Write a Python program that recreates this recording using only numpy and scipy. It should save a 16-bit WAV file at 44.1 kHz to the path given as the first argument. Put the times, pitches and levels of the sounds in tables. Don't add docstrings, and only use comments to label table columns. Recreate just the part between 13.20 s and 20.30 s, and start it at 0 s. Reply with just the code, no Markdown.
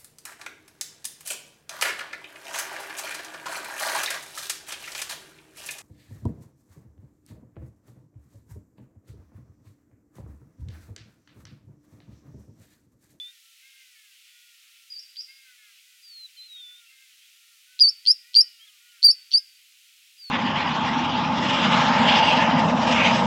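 import sys
import numpy as np
from scipy import signal
from scipy.fft import rfft, irfft
from scipy.io import wavfile
from scipy.ndimage import uniform_filter1d

SR = 44100
rng = np.random.default_rng(int(sys.argv[2]) if len(sys.argv) > 2 else 0)


def store_pcm(level_fs):
    pcm = np.round(np.clip(level_fs, -1, 1) * 32767).astype(np.int16)
    wavfile.write(sys.argv[1], SR, np.atleast_2d(pcm).T)


def volts(x):
    e = np.asarray(x, float) / 20
    return 10 ** e


N = 313110

# frequency in Hz, level in dB per Hz.
HISS_COLOUR = [(180, -76.5), (300, -53.5), (678, -53), (1190, -25.5), (1390, -16), (1690, -17), (1840, -10),
               (2560, -1.5), (2930, -1.5), (4990, -6.5), (14700, -14.5), (16000, -16.5)]
# start in seconds, length in seconds, top pitch in Hz, 3rd harmonic in dB,
# 4th harmonic in dB.
IBIS_WAILS = [(-.08, 0.29, 501, -74.5, -65.5), (.22, 0.16, 460, -73, -79), (.41, .36, 548, -67.5, -58.5),
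              (1.04, 0.48, 498.4, -70.5, -68), (1.45, 0.31, 472, -74.5, -77.5), (2.06, 0.32, 548, -70, -58),
              (2.16, 0.17, 470, -83, -73.5), (2.65, 0.14, 508, -73.5, -66), (2.85, 0.23, 470, -77, -75.5),
              (3.33, 0.44, 502, -67.5, -70.5), (3.68, 0.28, 540, -70.5, -63), (4.12, 0.4, 475, -77, -77),
              (4.45, 0.36, 513, -66, -73.5), (4.8, 0.32, 506, -79, -68.5), (5.03, 0.48, 501, -71.5, -64.5),
              (5.6, 0.2, 492, -66, -68), (5.92, 0.14, 519, -70, -65.5), (6.1, 0.32, 545, -72, -67)]
# start in seconds, length in seconds, top pitch in Hz,
# 3rd harmonic in dB, 4th harmonic in dB.
IBIS_DROPS = [(.74, 0.24, 450, -77, -64.5), (2.24, 0.13, 525, -60.5, -71), (2.37, .22, 445, -75, -63),
              (2.38, 0.21, 500.3, -69, -78), (5.35, 0.3, 465, -71.5, -78.5), (7.0, 0.26, 532, -72, -78)]
# share of the length, pitch ratio, 3rd harmonic in dB, 4th harmonic in dB.
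WAIL_COURSE = [(0, 0.92, -5, -6.5), (0.131, 0.98, -2, 0.7), (.5, 1, -.1, -2.5), (.75, 1, -4, -6),
               (1, 0.98, -10, -8)]
# share of the length, pitch ratio, 3rd and 4th harmonic in dB.
DROP_COURSE = [(0, 1, -0.5, 1.5), (.5, 1, -2.5, -5), (1, 0.96, -10, -13)]
# frequency in Hz, level against the 4th harmonic in dB.
THROAT = [(700, -27), (1000, -28), (1500, -12.5), (1900, 3.5), (2200, 3), (2700, -6), (3300, -17.5),
          (4500, -29)]
# time in seconds, pitch in Hz, level in dB.
SLURS = [
    [(0.0, 3460, -35.5), (0.008, 3487, -38.5), (0.044, 3514, -41), (0.098, 3660, -52), (0.114, 3680, -57),
     (0.125, 3800, -70)],
    [(2.82, 4790, -70), (2.84, 4850, -54), (2.962, 4260, -47), (3.028, 4090, -45.5), (3.056, 3996, -42),
     (3.072, 3790, -68)],
    [(3.165, 4360, -65), (3.173, 4250, -53), (3.187, 4050, -48), (3.205, 4064, -44.5), (3.265, 4170, -51.5),
     (3.28, 4020, -52)],
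    [(3.285, 3880, -55), (3.323, 3850, -46), (3.441, 3527, -45), (3.521, 3499, -49.5), (3.587, 3660, -56),
     (3.605, 3640, -63)],
    [(6.975, 4890, -69), (7.005, 4805, -49), (7.045, 4530, -43.5), (7.083, 4364, -43.5), (7.1, 4280, -44)],
]
# start in seconds, length in seconds, start pitch in Hz,
# end pitch in Hz, peak in dB.
SMALL_CHIRPS = [(1.028, 0.35, 3380, 3260, -65), (3.158, 0.048, 3000, 3050, -53),
                (3.207, .051, 3680, 3570, -55.5), (3.24, .023, 2810, 2750, -57),
                (3.359, 0.055, 3270, 3180, -50), (3.652, 0.078, 2610, 2670, -56.5),
                (4.0, 0.064, 2980, 3310, -59), (5.179, .23, 3025, 2710, -58), (5.39, .072, 2970, 3300, -50),
                (5.465, 0.039, 3645, 2860, -52), (5.681, 0.051, 2980, 2830, -57.5)]
# time in seconds, pitch in Hz, peak in dB.
MATE_WHISTLES = [
    [(1.704, 4930, -41), (1.727, 4840, -37), (1.745, 4734, -48), (1.766, 4605, -35.5), (1.778, 4720, -44.5),
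     (1.789, 4830, -34.5)],
    [(1.969, 4520, -36.5), (1.977, 4760, -36.5), (1.983, 4890, -43), (1.992, 4770, -29), (2.005, 5170, -35)],
]
# top of the closing flick in Hz, 2nd harmonic in dB,
# 3rd harmonic in dB, husky side tones in dB.
MATE_TIMBRE = [(5590, -39, -65, -39), (5660, -41, -57, -43)]
# start in seconds,
# peak in dB, pitch in Hz, rattle in dB, # length in ms.
LEAD_IN_PIPS = [(1.959, -52, 4140, -38, 2.9), (1.968, -54.5, 4300, -37, 3), (4.5917, -21, 4130, -30, 2.5),
                (4.5978, -15, 4760, -27, 3.2), (4.606, -52.5, 4920, -32, 6.3),
                (4.853, -31.5, 4300, -31, 3.8), (4.862, -18.5, 4290, -25.5, 5.5),
                (4.871, -10, 4544, -32, 6.3), (4.875, -48, 4570, -39, 3.3), (5.135, -37, 4235, -37.5, 2),
                (5.143, -22, 4370, -25, 3.7), (5.151, -9, 4350, -37, 5.5), (5.159, -7, 4567, -33, 6.1),
                (5.163, -53, 4860, -22, 2.2), (5.822, -31.5, 4320, -37.5, 4), (5.829, -9.5, 4400, -42, 2.6),
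                (5.835, -10, 4490, -35.5, 5.1), (6.109, -44, 4540, -35, 3.2),
                (6.116, -23, 4350, -30.5, 3.8), (6.123, -29.5, 4700, -25.5, 4.8),
                (6.13, -21.5, 4530, -35, 6), (6.134, -48.5, 4970, -29, 4.2)]
# time in seconds, pitch in Hz, peak in dB.
NEAR_WHISTLES = [
    [(4.607, 4885, -12), (4.616, 4872, -6.5), (4.625, 4835, -5.5), (4.633, 4728, -10.5), (4.645, 4530, -10),
     (4.657, 4533, -12), (4.67, 4634, -14), (4.677, 4460, -14), (4.688, 4860, -14)],
    [(4.88, 4685, -11), (4.888, 4800, -7), (4.893, 4860, -13.5), (4.899, 4936, -13.5), (4.909, 4856, -8)],
    [(5.167, 4686, -5), (5.18, 4784, -11), (5.189, 4716, -6), (5.2, 4770, -11.5), (5.208, 4910, -8)],
    [(5.843, 4537, -8.5), (5.849, 4762, -4.5), (5.858, 4775, -5), (5.867, 4695, -5.5), (5.876, 4610, -22),
     (5.885, 4485, -8.5), (5.897, 4610, -10), (5.908, 4655, -12.5)],
    [(6.139, 4597, -12), (6.147, 4608, -9), (6.157, 4636, -10.5), (6.166, 4745, -17), (6.174, 4860, -13.5)],
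]
# top of the closing flick in Hz, 2nd harmonic in dB,
# 3rd harmonic in dB, husky side tones in dB.
NEAR_TIMBRE = [(5444, -33, -67, -42), (5430, -29.5, -50.5, -46), (5420, -29.5, -42.5, -45.5),
               (5380, -25, -42, -51), (5193, -28.5, -49, -50.5)]


def in_time(rows):
    s, *columns = np.transpose(rows)
    at = np.arange(max(0, round(s[0] * SR)), min(N, round(s[-1] * SR)))
    return at, [np.interp(at / SR, s, column) for column in columns]


def at_hz(points, hz):
    point_hz, point_db = np.array(points).T
    return np.interp(np.log(hz), np.log(point_hz), point_db)


def drift(rate_hz):
    r = np.exp(-64 * np.pi * rate_hz / SR)
    noise = rng.standard_normal(N // 32 + 1002)
    slow = signal.lfilter([1], [1, -2 * r, r * r], noise)[1000:]
    return np.interp(np.arange(N) / 32, np.arange(len(slow)), slow / slow.std())


def rounded(curve, ms):
    return uniform_filter1d(curve, max(1, int(ms * SR / 1000)), mode="nearest")


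def soft_ends(at, ms):
    rise = np.where(at[0] > 0, at - at[0], SR)
    fall = np.where(at[-1] < N - 1, at[-1] - at, SR)
    return np.clip(np.minimum(rise, fall) / (ms * SR / 1000), 0, 1)


def filtered(x, order, hz, kind):
    return signal.sosfilt(signal.butter(order, hz, kind, fs=SR, output="sos"), x)


def hiss():
    level_db = -56.5
    hz = np.maximum(np.arange(N // 2 + 1) * SR / N, 1)
    colour = volts(at_hz(HISS_COLOUR, hz))
    low = 1 / (1 + (hz / 3500) ** 4)
    stirring = irfft(rfft(rng.standard_normal(N)) * colour * np.sqrt(low), N) * volts(1.1 * drift(4.1))
    steady = irfft(rfft(rng.standard_normal(N)) * colour * np.sqrt(1 - low), N)
    both = stirring + steady
    return volts(level_db) * both / np.std(both)


def cries(rows, course, sag_per_s, curve):
    calls = []
    for s, length, top_hz, third_db, fourth_db in rows:
        call = []
        for u, ratio, a_db, b_db in course:
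            sag = 1 - sag_per_s * length * u ** curve
            call.append((s + u * length, top_hz * ratio * sag, third_db + a_db, fourth_db + b_db))
        calls.append(call)
    return calls


def flock():
    count = 70
    arch = [(0, 0.97, -6), (.3, 0.99, 0.5), (.65, 0.9, -2), (1, 0.81, -7.5)]   # share, pitch ratio, dB
    calls = []
    for a, b, c, d, tilt in rng.random((count, 5)):
        s, length = 6.7 * a, 0.081 + 0.18 * b
        hz, level_db = 420 + 160 * c, -83 + 8 * d
        calls.append([(s + u * length, hz * ratio,
                       level_db + db - 6 * tilt, level_db + db + 6 * tilt - 5.5) for u, ratio, db in arch])
    return calls


def ibises():
    out = np.zeros(N)
    shimmer, waver = volts(2.3 * drift(15)), 1 + 0.0042 * drift(21)
    calls = cries(IBIS_WAILS, WAIL_COURSE, sag_per_s=.36, curve=2.2)
    calls += cries(IBIS_DROPS, DROP_COURSE, sag_per_s=.6, curve=0.94)
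    calls += flock()
    for rows in calls:
        at, (hz, third_db, fourth_db) = in_time(rows)
        hz = rounded(hz, 45)
        phase = 2 * np.pi * np.cumsum(hz * waver[at]) / SR
        tone = volts(third_db) * np.sin(3 * phase) + volts(fourth_db) * np.sin(4 * phase)
        for k in (2, 5, 6, 7):
            tone += volts(fourth_db + at_hz(THROAT, k * hz)) * np.sin(k * phase + k)
        out[at] += soft_ends(at, 25) * tone * shimmer[at]
    return filtered(volts(0.5) * out, 4, 1250, "high")


def whistles(notes, overtones_db, edge_ms):
    out, husk = np.zeros(N), drift(220)
    for rows, (second_db, third_db, side_db) in zip(notes, overtones_db):
        rows = np.array(rows, float)
        rows[:, 2] = volts(rows[:, 2])
        at, (hz, height) = in_time(rows)
        phase = 2 * np.pi * np.cumsum(rounded(rounded(hz, 3), 3)) / SR
        height = rounded(rounded(height, 1.5), 1.5)
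        opening = (hz / 4700) ** 6.1
        overtones = opening * volts(second_db) * np.cos(2 * phase + 0.69)
        overtones += volts(third_db) / opening * np.sin(3 * phase)
        side_tones = np.sin(.68 * phase) + 0.43 * np.sin(1.47 * phase)
        overtones += volts(side_db) * husk[at] * side_tones
        tone = height * np.sin(phase + 1) + rounded(height, 19) * overtones
        out[at] += soft_ends(at, edge_ms) * tone
    return out


def songbird():
    return volts(3.5) * whistles(SLURS, [(-40.5, -65, -61)] * len(SLURS), edge_ms=2.0)


def chirps():
    arch_hz = 95
    out = np.zeros(N)
    for s, length, start_hz, end_hz, peak_db in SMALL_CHIRPS:
        u = np.arange(int(length * SR)) / (length * SR)
        hz = start_hz + (end_hz - start_hz) * u + arch_hz * np.sin(np.pi * u)
        tone = np.sin(2 * np.pi * np.cumsum(hz) / SR)
        out[round(s * SR):][:len(u)] += volts(peak_db) * np.sin(np.pi * u) ** 0.55 * tone
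    return out


def plover_whistles(bodies, voices, edge_ms):
    attack_s, attack_db = 0.0033, -11
    flick_s, flick_db = .007, -1.5
    release_s, release_db = .005, -12
    notes = []
    for rows, (top_hz, *_) in zip(bodies, voices):
        first_s, first_hz, first_db = rows[0]
        last_s, _, last_db = rows[-1]
        top_s, top_db = last_s + flick_s, last_db + flick_db
        notes.append([(first_s - attack_s, first_hz, first_db + attack_db), *rows,
                      (top_s, top_hz, top_db), (top_s + release_s, top_hz, top_db + release_db)])
    return whistles(notes, [voice[1:] for voice in voices], edge_ms)


def mate():
    flutter_db, flutter_hz = 1.5, 90
    calls = plover_whistles(MATE_WHISTLES, MATE_TIMBRE, edge_ms=1.8)
    return calls * volts(flutter_db * drift(flutter_hz))


def pips():
    upper_rattle_db = -6.5
    out = np.zeros(N)
    puff = filtered(rng.standard_normal(N), 3, [2800, 4200], "band")
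    for s, peak_db, hz, rattle_db, ms in LEAD_IN_PIPS:
        u = np.arange(int(ms * SR / 1000)) / (ms * SR / 1000)
        at = round(s * SR)
        bend = 1 + 0.15 * np.exp(-u / 0.058) + .06 * u ** 3
        phase = 2 * np.pi * np.cumsum(hz * bend) / SR
        tone = volts(peak_db) * (np.sin(phase) + volts(-32.0) * np.sin(2 * phase))
        rattle = 0.5 * np.sin(0.73 * phase) + 1.53 * puff[at:at + len(u)]
        rattle += volts(upper_rattle_db) * np.sin(1.2 * phase)
        swell = np.sin(np.pi * u ** .6) ** 1.5
        out[at:at + len(u)] += swell * (tone + volts(rattle_db) * rattle)
    return out


def near_plover():
    calls = volts(0.1) * plover_whistles(NEAR_WHISTLES, NEAR_TIMBRE, edge_ms=1.0) + pips()
    return filtered(calls, 6, 2300, "high")


def scatter(x, t60, first_ms, first_db):
    treble_hz, treble_t60_share = 5000, .65
    t = np.arange(int(.7 * SR)) / SR
    noise = rng.standard_normal(len(t))
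    dull = signal.sosfiltfilt(signal.butter(4, treble_hz, fs=SR, output="sos"), noise)
    haze = dull * volts(-60 * t / t60)
    haze += (noise - dull) * volts(-60 * t / (treble_t60_share * t60))
    haze += noise * volts(first_db) * np.exp(-1000 * t / first_ms)
    haze *= (t > .003) * volts(2.5 * drift(60)[:len(t)])
    return signal.fftconvolve(x, haze / np.sqrt(np.sum(haze ** 2)))[:N]


def scene():
    far = ibises() + songbird() + chirps()
    answer = mate()
    near = near_plover()
    out = hiss() + far + volts(-16) * scatter(far, t60=0.31, first_ms=20, first_db=4.5)
    out += volts(-0.5) * answer + volts(-3.0) * scatter(answer, t60=0.61, first_ms=20, first_db=1)
    out += near + volts(-13) * scatter(near, t60=0.49, first_ms=11, first_db=16.5)
    return out[None]


def roll_off(x):
    return signal.sosfilt(signal.butter(12, 16130, fs=SR, output="sos"), x)


def record(dry):
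    overload = .505
    mix = np.clip(dry[0], -overload, overload)
    return roll_off(mix)


dry = scene()
out = record(dry)
store_pcm(out)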